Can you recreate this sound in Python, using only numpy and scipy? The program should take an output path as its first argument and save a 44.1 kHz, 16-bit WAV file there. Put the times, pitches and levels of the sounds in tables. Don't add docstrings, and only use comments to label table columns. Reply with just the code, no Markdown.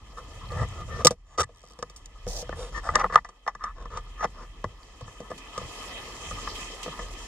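import sys
import numpy as np
from scipy import signal
from scipy.io import wavfile
from scipy.ndimage import uniform_filter1d

SR = 44100
rng = np.random.default_rng(int(sys.argv[2]) if len(sys.argv) > 2 else 0)


def unload_wav(signal):
    wavfile.write(
        sys.argv[1],
        SR,
        np.round(np.clip(np.atleast_2d(signal).T, -1, 1) * 32767).astype(np.int16),
    )


N = 320607
CUTOFF_HZ = 15900

# start in seconds, relative levels in dB of the low thump,
# the middle clack and the high tick, fade time of the chatter in seconds.
HOUSING_BLOWS = [(1.005, -37, -32, -54, .004), (1.048, -12.5, -27, -13, 0.0053),
                 (1.056, -12, -24, -19, 0.0026), (1.0695, -20, -14, -6, 0.0038),
                 (1.108, -20.5, -38.5, -34, 0.0082), (1.492, -46, -55.5, -72.5, 0.015),
                 (1.637, -46, -53.5, -63, 0.0041), (1.707, -54, -56, -57, 0.0022),
                 (1.789, -40.5, -45.5, -49, 0.009), (1.8261, -28.5, -29, -37, 0.0036),
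                 (1.898, -63, -54, -48, 0.0076), (1.9621, -76, -70, -44, 0.013),
                 (2.058, -73, -67, -42.5, 0.0034), (2.267, -28, -49.5, -51.5, 0.0069),
                 (2.425, -33.5, -68, -58, 0.0099), (2.493, -27, -35.5, -52, 0.0028),
                 (2.5262, -35.5, -33, -63, 0.0074), (2.8901, -31, -19.5, -51, 0.0016),
                 (2.9555, -21, -14, -20.5, 0.0027), (2.996, -32.5, -29, -39.5, 0.0035),
                 (3.042, -26.5, -17.5, -56, 0.0025), (3.098, -41, -34.5, -62, 0.014),
                 (3.1243, -34.5, -29, -51, 0.00587), (3.157, -22.5, -4.5, -30, 0.0012),
                 (3.2466, -53, -39, -50.5, 0.011), (3.2887, -48.5, -43.5, -51, 0.0089),
                 (3.465, -40, -33, -58.5, 0.0066), (3.477, -41.5, -22, -41, 0.0085),
                 (3.5505, -49, -37, -51.5, .004), (3.6386, -44, -27.5, -41, 0.0047),
                 (3.825, -51, -52, -59, .0045), (3.8558, -41.5, -37, -57, .005),
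                 (3.973, -57, -33, -42.5, 0.0044), (4.208, -42, -33, -57, .005),
                 (4.2485, -24.5, -25, -47, 0.0028), (4.6421, -25, -25.5, -48.5, 0.0046),
                 (5.009, -40.5, -49, -51.5, 0.0077), (5.079, -51, -43.5, -58, .0065),
                 (5.203, -32.5, -51.5, -51, 0.0067), (5.303, -34, -42.5, -52, 0.011),
                 (5.315, -29.5, -34.5, -51, 0.0025), (5.578, -28, -30, -37, 0.0057),
                 (5.615, -34.5, -47, -62, 0.0064), (6.311, -38.5, -33.5, -50, 0.012),
                 (6.474, -48, -27.5, -49, 0.006), (6.861, -30, -38, -54, 0.006),
                 (6.879, -30.5, -38, -54, 0.0049), (6.991, -36, -33, -55, 0.019)]
# time in seconds, level in dB.
JOSTLING = [(0.0, -48.5), (0.67, -43.5), (1.64, -58), (2.24, -45), (2.27, -33.5), (2.59, -46), (2.63, -37),
            (3.08, -40), (3.38, -60.5), (3.79, -40), (4.41, -44.5), (4.68, -45), (4.82, -52), (6.3, -49.5),
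            (6.32, -40), (6.94, -50.5), (7.03, -37), (7.27, -46)]


def from_db(db):
    return 10 ** (np.asarray(db) / 20)


def rms_one(x):
    return x / np.sqrt(np.mean(x ** 2) + 1e-20)


def in_time(points):
    return np.interp(np.arange(N) / SR, *np.transpose(points))


def at_hz(points, hz):
    pitches, values = np.transpose(points)
    return np.interp(np.log(hz), np.log(pitches), values)


def drift(rate_hz):
    step, warm_up = 40, 2000
    r = np.exp(-2 * np.pi * rate_hz * step / SR)
    noise = rng.standard_normal(N // step + warm_up + 2)
    slow = signal.lfilter([1], [1, -2 * r, r * r], noise)[warm_up:]
    return np.interp(np.arange(N) / step, np.arange(len(slow)), rms_one(slow))


def resonate(x, modes):
    out = 0
    for k, (hz, width, db) in enumerate(modes):
        r = np.exp(-np.pi * width / SR)
        b = (1 - r * r) / 2 * np.array([1, 0, -1])
        a = [1, -2 * r * np.cos(2 * np.pi * hz / SR), r * r]
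        out = out + (-1) ** k * from_db(db) * signal.lfilter(b, a, x + 1e-18)
    return out


def band_pass(x, band_hz):
    return signal.sosfilt(signal.butter(2, band_hz, "band", fs=SR, output="sos"), x)


def add(track, start_s, sound):
    start = max(round(start_s * SR), 0)
    track[:, start:start + sound.shape[1]] += sound[:, :N - start]


def banded_noise(spectrum, flicker_db, flicker_hz):
    # pitch in Hz, likeness from -1 (opposite) to 1 (same).
    likeness = [(100, 0.94), (500, .88), (850, 0.28), (1200, 1), (1800, 0.41), (2800, -0.58), (4200, -0.2),
                (6200, -0.32), (8500, 0.0073), (14000, 0.34)]
    out, white = 0, rng.standard_normal((2, 2, N))
    top_hz = min(spectrum[-1][0], CUTOFF_HZ)
    edges = 2 ** np.arange(np.log2(spectrum[0][0]), np.log2(top_hz) + .4, .5)
    for k, (low, high) in enumerate(zip(edges, edges[1:])):
        mid, side = band_pass(white[k % 2], [low, high])
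        hz = np.sqrt(low * high)
        alike = np.clip(at_hz(likeness, hz), -1, 1)
        gain = from_db(at_hz(spectrum, hz) + flicker_db * drift(flicker_hz))
        out = out + gain * (np.sqrt(1 + alike) * mid + np.sqrt(1 - alike) * side * [[1], [-1]])
    return rms_one(out)


def buffeting(draught_db=-11.5):
    # peak time, rise time and fall time in seconds, level in dB.
    buffets = [(.625, 0.053, 0.022, -24.5), (0.951, 0.33, 0.2, -35.5), (1.4, .008, 0.029, -23.5),
               (2.271, .005, 0.015, -32.5), (2.55, 0.048, 0.075, -38.5), (2.926, 0.026, 0.022, -31.5),
               (3.96, 0.032, 0.029, -37.5), (4.655, 0.0044, 0.021, -34.5), (5.03, .02, 0.053, -42),
               (5.63, 0.022, 0.044, -38), (6.36, 0.28, 0.12, -44.5)]
    # pitch in Hz, relative level in dB.
    buffet_spectrum = [(40, -9), (70, 5.5), (105, 4.5), (150, -6), (210, -24), (500, -41.5)]
    t, lumps = np.arange(0, N, 40) / SR, 0
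    for peak, rise, fall, db in buffets:
        from_peak = np.maximum((peak - t) / rise, (t - peak) / fall)
        lumps = lumps + from_db(db) * np.exp(-from_peak.clip(0, 20))
    draught = from_db(in_time(JOSTLING) + draught_db)
    strength = np.hypot(np.interp(np.arange(N) / SR, t, lumps), draught)
    return strength * banded_noise(buffet_spectrum, flicker_db=1.0, flicker_hz=6.9)


def ports(stereo):
    # pitch in Hz, width in Hz, boost or cut in dB.
    left_port = [(467.4, 25, 9), (810, 38, 0.5), (1241, 57, 5.5), (1517, 260, -12), (1755, 81, 13.5),
                 (2050, 96, 10), (2430, 280, -6), (3123, 250, 15), (5370, 170, 9), (6150, 86, 8),
                 (7320, 140, 3), (9300, 23000, -3)]
    right_port = [(435, 16, 6.5), (650, 190, 1.5), (791, 18, -9.5), (1240, 120, 10.5), (1440, 440, -16),
                  (1955, 84, 13.5), (2552, 180, 12), (3160, 270, 9.5), (5600, 200, -1.5), (7050, 300, 3.5),
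                  (8800, 110, 5)]
    out = []
    for channel, port in zip(stereo, (left_port, right_port)):
        hz, width, db = np.transpose(port)
        gain, damp = from_db(db / 2), np.pi * width / SR
        tuning = -2 * np.cos(2 * np.pi * hz / SR)
        boost, cut = damp * gain, damp / gain
        filters = np.stack([1 + boost, tuning, 1 - boost, 1 + cut, tuning, 1 - cut], axis=1)
        out.append(signal.sosfilt(filters / (1 + cut)[:, None], channel + 1e-18))
    return np.array(out)


def bubbles(per_s, low_hz, high_hz, cycles, spread_db, pitches=16):
    sizes = from_db(spread_db * np.minimum(rng.exponential(1, N), 4)) * rng.choice([-1, 1], N)
    clicks = sizes * (rng.random(N) < per_s / SR)
    out, pitch_index = 0, rng.integers(0, pitches, N)
    for k, hz in enumerate(np.geomspace(low_hz, high_hz, pitches)):
        ring = resonate(clicks * (pitch_index == k), [(hz, hz / cycles, 0)]) / hz
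        out = out + ring * from_db(rng.normal(0, 2) * np.array([[1], [-1]]))
    return rms_one(out)


def surf(full_surge_db=-44.5, full_water_db=-43, water_follows=0.78):
    # time in seconds, strength in dB.
    surge = [(0.0, -63.5), (0.3, -54.5), (0.6, -53), (1.05, -55.5), (1.55, -61.5), (2.15, -62),
             (2.35, -54.5), (3.0, -57), (3.7, -65), (4.1, -57.5), (4.8, -60.5), (5.5, -52), (5.87, -43.5),
             (6.2, -46.5), (6.5, -42.5), (6.75, -46.5), (7.27, -49)]
    # pitch in Hz, relative level in dB.
    water_spectrum = [(60, -3), (130, -11), (250, 0), (450, -5), (800, -2.5), (1200, 3), (1700, -9.5),
                      (2600, -38.5), (5000, -64.5)]
    foam_spectrum = [(700, -18), (1500, -5.5), (2600, 0.5), (4200, -1.5), (7000, -2), (9000, -13),
                     (12000, -22), (16000, -34)]
    # start in seconds, fade time in seconds, strength in dB.
    splashes = [(5.378, 0.0047, -32.5), (6.545, 0.05, -38.5), (6.829, 0.0072, -26)]
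    surge_db = in_time(surge)
    water_db = full_water_db + water_follows * (surge_db - full_surge_db)
    gurgle = from_db(-11) * bubbles(per_s=450, low_hz=400, high_hz=1900, cycles=8, spread_db=3.0)
    fizz = from_db(-10) * bubbles(per_s=1500, low_hz=2000, high_hz=8000, cycles=4, spread_db=5.0)
    water = ports(banded_noise(water_spectrum, flicker_db=2.6, flicker_hz=15) + gurgle)
    foam = ports(banded_noise(foam_spectrum, flicker_db=2.5, flicker_hz=10) + fizz)
    t, spray = np.arange(N) / SR, 0
    for start, fade, db in splashes:
        age = np.maximum(t - start, 0)
        spray = spray + from_db(db) * (1 - np.exp(-age / 0.0053)) * np.exp(-age / fade)
    return from_db(water_db) * rms_one(water) + (from_db(surge_db + 2.5) + spray) * rms_one(foam)


def thuds(level_db=-43, follows_thump=0.5, fade_s=0.03):
    # pitch in Hz, width in Hz, relative level in dB.
    camera_modes = [(145, 90, 2), (215, 58, -6)]
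    starts, thump_db = np.transpose(HOUSING_BLOWS)[:2]
    strengths = from_db(level_db + follows_thump * (thump_db + 29.5))
    blows = np.bincount((starts * SR).astype(int), strengths ** 2, N)[:N]
    power = signal.lfilter([1], [1, -np.exp(-2 / (fade_s * SR))], blows + 1e-18)
    shake = resonate(resonate(rng.standard_normal(N), camera_modes), [(165, 200, 0)])
    return np.sqrt(power) * rms_one(shake)


def background_dip(onset_s=0.015):
    # start in seconds, depth it heads for in dB, recovery time in seconds.
    dips = [(1.125, 18.5, 0.34), (3.191, 9.5, 0.37)]
    t, db = np.arange(N) / SR, 0
    for start, depth_db, recovery in dips:
        age = np.maximum(t - start, 0)
        db = db - depth_db * (1 - np.exp(-age / onset_s)) / (1 + (age / recovery) ** 2)
    return from_db(db)


def drips(fade_s=0.0019, chirp=1.2):
    # start in seconds, pitch in Hz, level in dB.
    drops = [(.458, 4160, -45), (.489, 4280, -38), (0.52, 4300, -37), (.687, 7200, -39),
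             (4.832, 4660, -42.5)]
    out, t = np.zeros((2, N)), np.arange(SR // 20) / SR
    for start, hz, db in drops:
        plink = np.sin(2 * np.pi * hz * t * (1 + chirp * t) + rng.uniform(0, np.pi, (2, 1)))
        add(out, start, from_db(db) * plink * np.exp(-t / fade_s))
    return out


def rumble(hz=40):
    shudder = resonate(resonate(rng.standard_normal(N), [(hz, 8, 0)]), [(hz, 30, 0)])
    steady = shudder / np.sqrt(uniform_filter1d(shudder ** 2, SR // 10) + 1e-12)
    return from_db(in_time(JOSTLING)) * steady


def sleeve(drag_db=-5.5, grit_db=2.0):
    # time in seconds, level in dB.
    brush = [(2.262, -100), (2.278, -40.5), (2.32, -41.5), (2.385, -37), (2.422, -42.5), (2.435, -56),
             (2.47, -100)]
    # pitch in Hz, relative level in dB.
    fabric_spectrum = [(2400, -13.5), (3800, -6), (5600, 3.5), (8000, -7), (11000, -19), (16000, -19.5)]
    hiss = banded_noise(fabric_spectrum, flicker_db=1.5, flicker_hz=40)
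    hiss = hiss * from_db(grit_db * drift(150)) * from_db([[-1], [1]])
    drag = rms_one(resonate(rng.standard_normal(N), [(487, 110, -0.22), (730, 170, -0.78)]))
    return from_db(in_time(brush)) * (hiss + from_db(drag_db) * drag)


def shell(force, levels_db, span_s, vary_db, crack_db=-9.0):
    # pitch in Hz, width in Hz, relative left and right levels
    # in dB, phase shift between the ports in radians.
    thump_modes = [(165, 110, -11, -11, 0), (360, 70, -11, -12, 0), (486, 42, 0, -1.5, 0),
                   (655, 90, -6, -6, -.2)]
    clack_modes = [(540, 200, -19, -20, 0), (700, 130, -15, -13, -.2), (880, 110, -7, -13, -.9),
                   (1070, 130, -3, -5, .1), (1222, 62, 0, -1, 0), (1390, 130, -16, -18, -.2),
                   (1745, 48, -5, -17, .3), (1982, 48, -14, -9, -.2), (2500, 300, -33, -24, -2.8)]
    tick_modes = [(3070, 160, -6.5, -5, 3), (3690, 200, -1.5, -8.5, -2.5), (4430, 540, -6.5, -10.5, -1.6),
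                  (4610, 180, -6.5, -2.5, -.5), (5200, 420, 2, 2.5, 2), (5930, 180, 2.5, -1.5, 3),
                  (6160, 200, -4, -6.5, 2), (6836, 310, -4, -5.5, 1.5), (6954, 280, -6.5, 0, 0.5),
                  (7740, 110, -2, -0.5, 2.4), (8350, 200, -15.5, -1.5, -1.2),
                  (10040, 2200, -18.5, -3.5, 0.77), (13120, 3000, -23.5, -5.5, 2.5)]

    def leveled(sound, band_hz, db):
        sound = band_pass(sound, np.minimum(band_hz, CUTOFF_HZ))
        return from_db(db) * sound / np.sqrt(np.mean(sound[:, :round(span_s * SR)] ** 2) + 1e-20)

    thump_db, clack_db, tick_db = levels_db
    tick_top_hz = 8000 * from_db(0.15 * np.clip(tick_db - clack_db + 17, -10, 25))
    clack_top_hz = 1450 * from_db(0.24 * np.clip(clack_db - thump_db, 0, 18))
    bands = (90, 7200), (480, clack_top_hz), (2700, tick_top_hz)
    crack = np.array([force[0] + .5 * force[1], force[0] - .5 * force[1]])
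    out = leveled(crack, (450, 3600), crack_db + tick_db + .4 * (clack_db - tick_db))
    for modes, band_hz, db in zip((thump_modes, clack_modes, tick_modes), bands, levels_db):
        sound = 0
        for k, (hz, width, left_db, right_db, phase) in enumerate(modes):
            push = force[0] + rng.uniform(-1.7, 1) * force[1]
            strength = (-1) ** k * from_db(vary_db * rng.standard_normal()) * np.sqrt(width)
            pole = np.exp((-np.pi * width + 2j * np.pi * hz) / SR)
            ring = signal.lfilter([strength], [1, -pole], push + 1e-18)
            left = from_db(left_db) * ring.real
            right = from_db(right_db) * (ring * np.exp(-1j * phase)).real
            sound = sound + np.array([left, right])
        out = out + leveled(sound, band_hz, db)
    return out


def strap(start_s=1.548, end_s=1.733, ribs=17):
    out, t = np.zeros((2, N)), np.arange(SR // 20) / SR
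    for rib_s, db in zip(np.linspace(start_s, end_s, ribs), np.linspace(-61, -55, ribs)):
        force = rng.standard_normal((2, len(t))) * np.exp(-t / .0015)
        start = rib_s + rng.normal(0, .001)
        add(out, start, shell(force, (db - 14, db - 10, db), span_s=.005, vary_db=2.0))
    return out


def squeaks():
    # start and length in seconds, level of the upper tones and of the main tone in dB.
    rubber_slides = [(0.888, .15, -45, -55), (2.735, 0.075, -37, -50), (2.948, 0.028, -22.5, -29),
                     (3.16, 0.04, -37, -36.5), (3.595, 0.13, -57, -36)]
    out = np.zeros((2, N))
    for start, length, upper_db, main_db in rubber_slides:
        size = round(length * SR)
        friction = rng.standard_normal(size + 2000)
        upper = np.array([resonate(friction, [(1800, 7.5, 15.5), (1910, 60, -5.5)]),
                          resonate(friction, [(1750, 22, -14.0), (2005, 63, -10)])])
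        main = resonate(resonate(friction, [(1210, 80, 0)]), [(1180, 350, 0)])
        sound = from_db(upper_db) * rms_one(upper[:, -size:]) + from_db(main_db) * rms_one(main[-size:])
        add(out, start, sound * signal.windows.tukey(size, .6))
    return out


def rubs(unevenness=.4, slip_spread_db=1.5, grit=0.12, edge_db=-11.0, doubling_db=18):
    # start, rise time and fall time in seconds, relative thump, clack and tick levels in dB.
    strokes = [(0.168, 0.012, 0.028, -46.5, -41.5, -57.5), (0.502, 0.13, 0.019, -38.5, -37, -55),
               (.72, 0.096, .017, -47.5, -45, -64), (.879, 0.14, 0.02, -40, -43.5, -58),
               (1.265, 0.082, 0.021, -66, -59, -66.5), (1.376, 0.0069, 0.035, -30, -27, -38),
               (1.394, 0.012, 0.016, -32, -25.5, -28.5), (1.429, 0.0029, .013, -53, -35.5, -41.5),
               (2.555, 0.053, 0.091, -40, -50.5, -51.5), (2.723, 0.056, 0.024, -46.5, -40, -50.5),
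               (2.829, 0.036, 0.069, -42, -39, -52), (2.935, 0.019, 0.044, -34.5, -33, -50.5),
               (2.985, 0.024, 0.015, -42, -25.5, -47), (3.03, 0.013, 0.027, -33.5, -30.5, -69),
               (3.128, .018, 0.0056, -41, -29.5, -47.5), (3.163, 0.012, .014, -56.5, -27, -59),
               (3.593, 0.057, 0.069, -60, -46, -65), (3.749, 0.058, 0.069, -52.5, -51.5, -66),
               (3.901, 0.078, 0.021, -45, -41.5, -56.5), (4.176, 0.06, .013, -54.5, -38, -54.5),
               (4.225, 0.02, 0.012, -33.5, -24.5, -46), (4.343, 0.084, 0.025, -52, -48.5, -63.5)]
    out, t = np.zeros((2, N)), np.arange(SR // 4) / SR
    for start, rise, fall, thump, clack, tick in strokes:
        length = rise + fall
        slips_per_s = 720 * 2 ** ((thump + 43) / doubling_db)
        pressure = from_db(np.interp(t, [0, rise, length], [edge_db, 0, edge_db])) * (t < length)
        gaps, sizes, signs = rng.standard_normal((3, 2000))
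        slip_at = (np.cumsum(np.exp(unevenness * gaps)) / slips_per_s * SR).astype(int)
        slips = np.bincount(slip_at, from_db(slip_spread_db * sizes) * np.sign(signs), len(t))[:len(t)]
        force = np.array([slips, slips * rng.standard_normal(len(t))])
        force += grit * rng.standard_normal((2, len(t)))
        levels_db = thump - 2, clack, tick + .5
        add(out, start, shell(force * pressure, levels_db, span_s=length, vary_db=4.5))
    return out


def knocks(chatter=0.073):
    out, t = np.zeros((2, N)), np.arange(SR // 10) / SR
    for start, thump, clack, tick, fade in HOUSING_BLOWS:
        force = chatter * rng.standard_normal((2, len(t))) * np.exp(-t / fade)
        force[0, 0] += 1
        add(out, start, shell(force, (thump - 3.5, clack, tick), span_s=0.0051, vary_db=1.45))
    return out


def scene():
    handling = knocks() + rubs() + squeaks() + strap() + sleeve() + rumble()
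    background = (surf() + buffeting() + thuds()) * background_dip()
    return background + drips() + handling


def record(dry):
    treble_cut = signal.cheby2(12, 60, CUTOFF_HZ + 600, fs=SR, output="sos")
    return signal.sosfilt(treble_cut, np.clip(dry, -1, 1))


dry = scene()
out = record(dry)
unload_wav(out)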